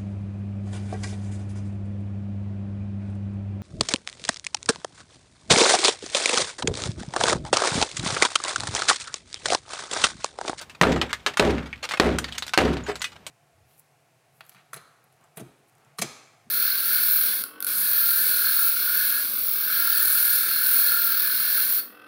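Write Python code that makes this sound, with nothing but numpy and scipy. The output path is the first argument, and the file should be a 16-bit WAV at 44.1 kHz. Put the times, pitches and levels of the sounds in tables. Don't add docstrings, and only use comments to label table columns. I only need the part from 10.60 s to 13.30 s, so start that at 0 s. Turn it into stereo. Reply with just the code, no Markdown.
import sys
import numpy as np
from scipy import signal
from scipy.fft import rfft, irfft
from scipy.io import wavfile
from scipy.ndimage import uniform_filter1d

SR = 44100
rng = np.random.default_rng(int(sys.argv[2]) if len(sys.argv) > 2 else 0)


def persist_wave(psi):
    counts = np.round(np.clip(psi, -1, 1) * 32767).astype(np.int16)
    wavfile.write(sys.argv[1], SR, np.atleast_2d(counts).T)


N = 119070

# t/s, crack level/dB, door level/dB, crack treble/dB, thump f/Hz,
# thump level/dB, favoured door f/Hz, level recovery/s, door ring length (factor)
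BLOW_TABLE = [(0.2131, 1, -1, -1, 183, -13.5, 260, 0.1, 0.71),
              (0.7964, -1.5, -1, 2, 420, -12.5, 365, 0.095, 0.97),
              (1.3988, 0.5, -2, -2, 400, -14.5, 74, 0.073, 0.99),
              (1.9762, -2, -1, 5, 764, -16, 192, 0.083, 0.99)]
# f/Hz, level/dB
GLASS_COLOUR = [(80, -24), (250, -15.5), (600, -2), (1100, 1), (2200, 1), (4000, -3.5), (5500, -10.5),
                (8500, -15), (12000, -26.5), (15000, -26.5)]

BODY_HZ, TREBLE_HZ = 765, 4800
GLASS_TAIL_DB, GLASS_TAIL_T60_S = -25, 0.45


def undb(db):
    return 10 ** (np.asarray(db) / 20)


def unit(x):
    return x / np.sqrt(np.mean(np.sum(x ** 2, axis=-1)) + 1e-18)


def freqs():
    return np.maximum(np.arange(N // 2 + 1) * SR / N, 1)


def curve(points):
    hz, db = np.array(points).T
    return np.interp(np.log(freqs()), np.log(hz), db)


def treble():
    return 1 / (1 + (TREBLE_HZ / freqs()) ** 4)


def colour(x, db):
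    cepstrum = irfft(np.log(undb(db)), N)
    cepstrum[1:N // 2] *= 2
    cepstrum[N // 2 + 1:] = 0
    impulse = irfft(np.exp(rfft(cepstrum)), N)
    impulse = unit(impulse[:N // 16])
    return signal.fftconvolve(x, impulse[None], axes=-1)[:, :x.shape[-1]]


def noise(n):
    wide_hz = 4100
    f = np.arange(n // 2 + 1) * SR / n
    mid, side = rfft(rng.standard_normal((2, n)))
    spread = (f / wide_hz) ** 1.3
    side_share = .5 * spread / (1 + spread)
    opposite = np.array([[1], [-1]])
    return irfft(mid * np.sqrt(1 - side_share) + side * np.sqrt(side_share) * opposite, n)


def clock():
    return np.arange(2 ** 15) / SR


def fade(t, t60):
    return np.exp(-np.log(1000) * np.maximum(t, 0) / max(t60, 1e-3))


def add(out, s, x):
    i = max(int(s * SR), 0)
    out[:, i:i + x.shape[-1]] += x[..., :max(N - i, 0)]


def contact(sharp, t60, tail_db, tail_t60):
    t = clock()
    envelope = fade(t, t60) + undb(tail_db) * fade(t, tail_t60)
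    x = unit(noise(len(t)) * envelope)
    x[:, 0] += sharp
    return unit(x)


def blows():
    # f/Hz, level/dB
    crack_colour = [(40, -32), (140, 0), (400, 0.5), (850, 1), (1600, 0.5), (2600, -5), (4200, -3.5),
                    (5500, -13), (9000, -19.5), (15000, -33)]
    out, t = np.zeros((2, N)), clock()
    for (s, crack_db, door_db, treble_db, thump_hz, thump_db,
         favoured_hz, recovery_s, ring) in BLOW_TABLE:
        click = contact(sharp=0.57, t60=0.014, tail_db=-17, tail_t60=0.12)
        crack = unit(colour(click, curve(crack_colour) + treble_db * treble()))
        thump = undb(thump_db) * fade(t, t60=0.12) * np.sin(2 * np.pi * thump_hz * t)
        answer = rattle() + door(favoured_hz, recovery_s, ring)
        add(out, s, undb(17 + crack_db) * crack + thump + undb(door_db) * answer)
    return out


def rattle():
    # f/Hz, level/dB, hold/s, t60/s
    bands = [(42, -44.5, 0.11, 0.6), (101, -35, 0.12, 0.7), (204, -35.5, 0.17, 0.44),
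             (336, -29.5, 0.15, 0.32), (433, -26, 0.092, 0.4), (820, -28.5, 0.038, 0.46),
             (1400, -31, 0.04, 0.67), (2410, -33.5, 0.048, 0.6), (4440, -44.5, 0.08, 0.51),
             (5200, -45.5, 0.054, 0.61), (9500, -47.5, 0.032, 0.43), (14800, -60, 0.03, .5)]
    rough_db, rise_cycles = 2.2, 0.48
    t = clock()
    log_f = np.log(np.maximum(np.arange(len(t) // 2 + 1) * SR / len(t), 1))
    log_centres = np.log([row[0] for row in bands])
    hiss = rfft(noise(len(t)))
    flutter = uniform_filter1d(rng.standard_normal(len(t)), size=160)
    chatter = undb(rough_db * flutter / flutter.std())
    out = 0
    for weights, (hz, db, hold, t60) in zip(np.eye(len(bands)), bands):
        band = irfft(hiss * np.interp(log_f, log_centres, weights))
        rise = 1 - np.exp(-t * hz / rise_cycles)
        envelope = rise * fade(t - hold, t60)
        if hz > BODY_HZ:
            envelope = envelope * chatter
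        out = out + band / band.std() * undb(db) * envelope
    return out


def door(favoured_hz, recovery_s, ring):
    # f/Hz, level/dB, t60/s
    modes = [(67.56, -24, 0.71), (167.2, -27, 0.58), (224.3, -25.5, 0.48), (245, -25, 0.55),
             (276.7, -26, 0.48), (343, -28.5, 0.26), (416, -21.5, 0.21), (445, -29, 0.36), (522, -27, 0.21),
             (630, -36.5, 0.2), (750, -32, 0.35), (938, -34.5, 0.34)]
    favour_db, favour_octaves = 2.5, 0.17
    start = .18
    t = clock()
    recovery = np.minimum(start + (1 - start) * (t / recovery_s) ** 2, 1)
    out = 0
    for hz, db, t60 in modes:
        detune, phase = rng.standard_normal(2)
        octaves_off = np.log2(hz / favoured_hz)
        favour = favour_db * np.exp(-.5 * (octaves_off / favour_octaves) ** 2)
        tone = np.sin(2 * np.pi * (hz * (1 + 0.00895 * detune) * t + phase))
        out = out + undb(db + favour) * fade(t - recovery_s, ring * t60) * tone
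    return recovery * out


def snaps():
    # t/s, level/dB, ring f/Hz, ring boost/dB, body shelf/dB, treble shelf/dB, t60/s
    pieces = [(.014, -18.5, 1260, 3, 8, 17.5, 0.088), (0.0973, -23, 2540, 3, -1, 8.5, 0.11),
              (0.2232, -13.5, 1500, 19, -1, 30, 0.017), (0.2339, 1, 1450, 5, -6, -11, 0.029),
              (0.3615, -8, 1200, 5, 20, -3.5, 0.071), (0.415, -2, 3180, 6, -1, -1.5, 0.069),
              (0.53, -4, 2570, 1.5, -6, 4.5, 0.061), (0.6636, 0.5, 1320, 3, 1, 2.5, 0.092),
              (.672, -11, 3320, 5, 7, -9, 0.17), (.772, -3, 1300, 6.5, -5, 4.5, 0.073),
              (0.982, -15, 2320, 4, -23, -12, 0.061), (1.129, -14.5, 2240, 12, -11, -7.5, 0.063),
              (1.29, -12.5, 3750, 3, 3, 10, 0.1), (1.3109, -8, 1930, 2, -3, 0, 0.13),
              (1.3373, -6, 1870, 1, 6, -1, 0.064), (1.586, -5.5, 1370, 6, -5, 15, 0.032),
              (1.643, -10, 3700, 5.5, -15, 1, 0.032), (1.724, -15.5, 3350, 13, -44, 12, 0.11),
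              (1.782, -9, 3700, 1, -20, 15, 0.044), (1.8235, -9, 4070, 7.5, -4.5, 3.5, 0.064),
              (1.866, -19.5, 4170, 0, 2, 14.5, .05), (1.88, -16.5, 3800, 8, 1, 15, 0.017),
              (1.893, -19.5, 3500, 0, -12, 9, 0.024), (1.936, -2, 1060, 5.5, -11, 2, 0.053),
              (1.986, 1, 1850, 6.5, 4, -2.5, 0.044), (2.169, -13.5, 4100, 6, 14, -6.5, 0.072),
              (2.298, -13.5, 1520, 3, 17, -18, 0.027), (2.356, -16, 4170, 3, 1, 10.5, 0.068),
              (2.418, -7.5, 3480, 2.5, -22, 12.5, 0.06), (2.443, -8, 2260, 2.5, -22, 9, 0.096),
              (2.666, -14.5, 2960, 5, 8.5, 19, 0.071)]
    ring_octaves = .33
    out, f, glass = np.zeros((2, N)), freqs(), curve(GLASS_COLOUR)
    body = 1 / (1 + (f / BODY_HZ) ** 4)
    for s, db, hz, ring_db, body_db, treble_db, t60 in pieces:
        click = contact(0.41, t60, GLASS_TAIL_DB, GLASS_TAIL_T60_S)[:, :SR // 5]
        x = click + undb(-7.5) * splinters(count=14)
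        ring = np.exp(-.5 * (np.log2(f / hz) / ring_octaves) ** 2)
        tone = glass + ring_db * ring + body_db * body + treble_db * treble()
        add(out, s, undb(10 + db) * unit(colour(x, tone)))
    return out


def splinters(count):
    t = clock()[:SR // 5]
    hz = rng.uniform(1200, 13000, (count, 1))
    rings = np.sin(2 * np.pi * hz * t) * fade(t, t60=.08)
    gains = 1 + 0.84 * rng.standard_normal((2, count))
    return unit(gains @ rings)


def tinkles():
    # t/s, centre f/Hz, level/dB, t60/s
    shards = [(.29, 7650, -44, 0.58), (1.129, 2320, -34.5, 0.063), (1.586, 1500, -31, 0.072),
              (.415, 3160, -28, 0.058), (2.238, 6880, -40, 0.13), (2.28, 7700, -47, 0.58),
              (2.396, 7000, -41, 0.16), (2.443, 2000, -40, 0.19), (2.444, 2510, -30, .13),
              (2.443, 2920, -35.5, 0.2), (2.444, 3560, -33, 0.11)]
    split = 0.0043
    out, t = np.zeros((2, N)), clock()
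    for s, hz, db, t60 in shards:
        cluster = hz * (1 + split * rng.standard_normal((3, 1)))
        beating = np.sin(2 * np.pi * cluster * t).sum(axis=0) / 2
        add(out, s, undb(db) * fade(t, t60) * beating)
    return out


def crunches():
    # t/s, length/s, level/dB
    bursts = [(0, 0.032, -41.5), (0.148, 0.0059, -41), (0.319, 0.01, -26), (0.493, 0.019, -36.5),
              (0.737, 0.0036, -33.5), (0.901, 0.0076, -29.5), (1.058, 0.021, -42), (1.228, 0.0077, -27),
              (1.238, 0.018, -26), (1.316, .006, -24), (1.372, 0.0057, -27.5), (1.681, 0.012, -36.5),
              (1.717, 0.0033, -41), (1.742, 0.021, -37.5), (1.777, 0.0049, -30), (2.05, 0.0053, -27.5),
              (2.13, 0.011, -33), (2.261, 0.018, -36.5), (2.279, 0.04, -34), (2.404, 0.0061, -37),
              (2.519, 0.016, -45.5), (2.556, 0.0099, -45.5)]
    out, t = np.zeros((2, N)), clock()
    for s, length, db in bursts:
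        clicks = grains(int(length * SR) + 1, rate=1700)
        add(out, s, undb(db) * np.sqrt(length * SR) * crackle(clicks))
    for blow in BLOW_TABLE:
        loose_glass = grains(len(t), rate=89) * fade(t, t60=0.33)
        add(out, blow[0], undb(-2) * crackle(loose_glass))
        faint_ticks = grains(SR // 2, rate=91)
        add(out, blow[0], undb(-13) * crackle(faint_ticks))
    return colour(out, curve(GLASS_COLOUR))


def grains(n, rate):
    return unit((rng.random(n) < rate / SR) * rng.standard_normal(n))


def crackle(clicks):
    scatter = contact(0.26, 0.034, GLASS_TAIL_DB, GLASS_TAIL_T60_S)
    return unit(signal.fftconvolve(clicks[None], scatter, axes=-1))


def bumps():
    # t/s, ring level/dB, thud level/dB
    touches = [(.414, -19, 1.5), (.664, -13.5, -9), (2.282, -5, 1)]
    # f/Hz, level/dB, t60/s
    frame_modes = [(248, -26.5, 0.2), (411.6, -11, 0.12), (733, -22, 0.15)]
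    # f/Hz, level/dB
    thud_colour = [(60, -27), (280, -2), (480, 0), (1100, -10.5), (2500, -13), (8000, -48)]
    out, t = np.zeros((2, N)), clock()
    rise = 1 - np.exp(-t / 0.0084)
    for s, ring_db, thud_db in touches:
        ring = 0
        for hz, db, t60 in frame_modes:
            ring = ring + undb(db) * fade(t, t60) * np.sin(2 * np.pi * (hz * t + rng.random()))
        burst = noise(len(t)) * rise * fade(t, t60=0.16)
        thud = unit(colour(burst, curve(thud_colour)))
        add(out, s, undb(ring_db) * rise * ring + undb(thud_db) * thud)
    return out


def air():
    # f/Hz, level/dB
    air_colour = [(30, -21), (70, 2), (140, 2.5), (300, -4), (700, -6.5), (3000, -15), (10000, -28.5)]
    return undb(-54) * colour(noise(N), curve(air_colour))


def scene():
    left_lag_s, right_db = .000018, 2.8
    x = blows() + bumps() + snaps() + tinkles() + crunches() + air()
    left = irfft(rfft(x[0]) * np.exp(-2j * np.pi * freqs() * left_lag_s), N)
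    return np.array([left * undb(-right_db / 2), x[1] * undb(right_db / 2)])


def record(dry):
    ceiling, top_hz = .88, 15200
    soft = dry / (1 + (dry / ceiling) ** 4) ** .25
    lowpass = signal.ellip(8, .2, 85, top_hz, fs=SR, output="sos")
    return signal.sosfilt(lowpass, soft)


dry = scene()
out = record(dry)
persist_wave(out)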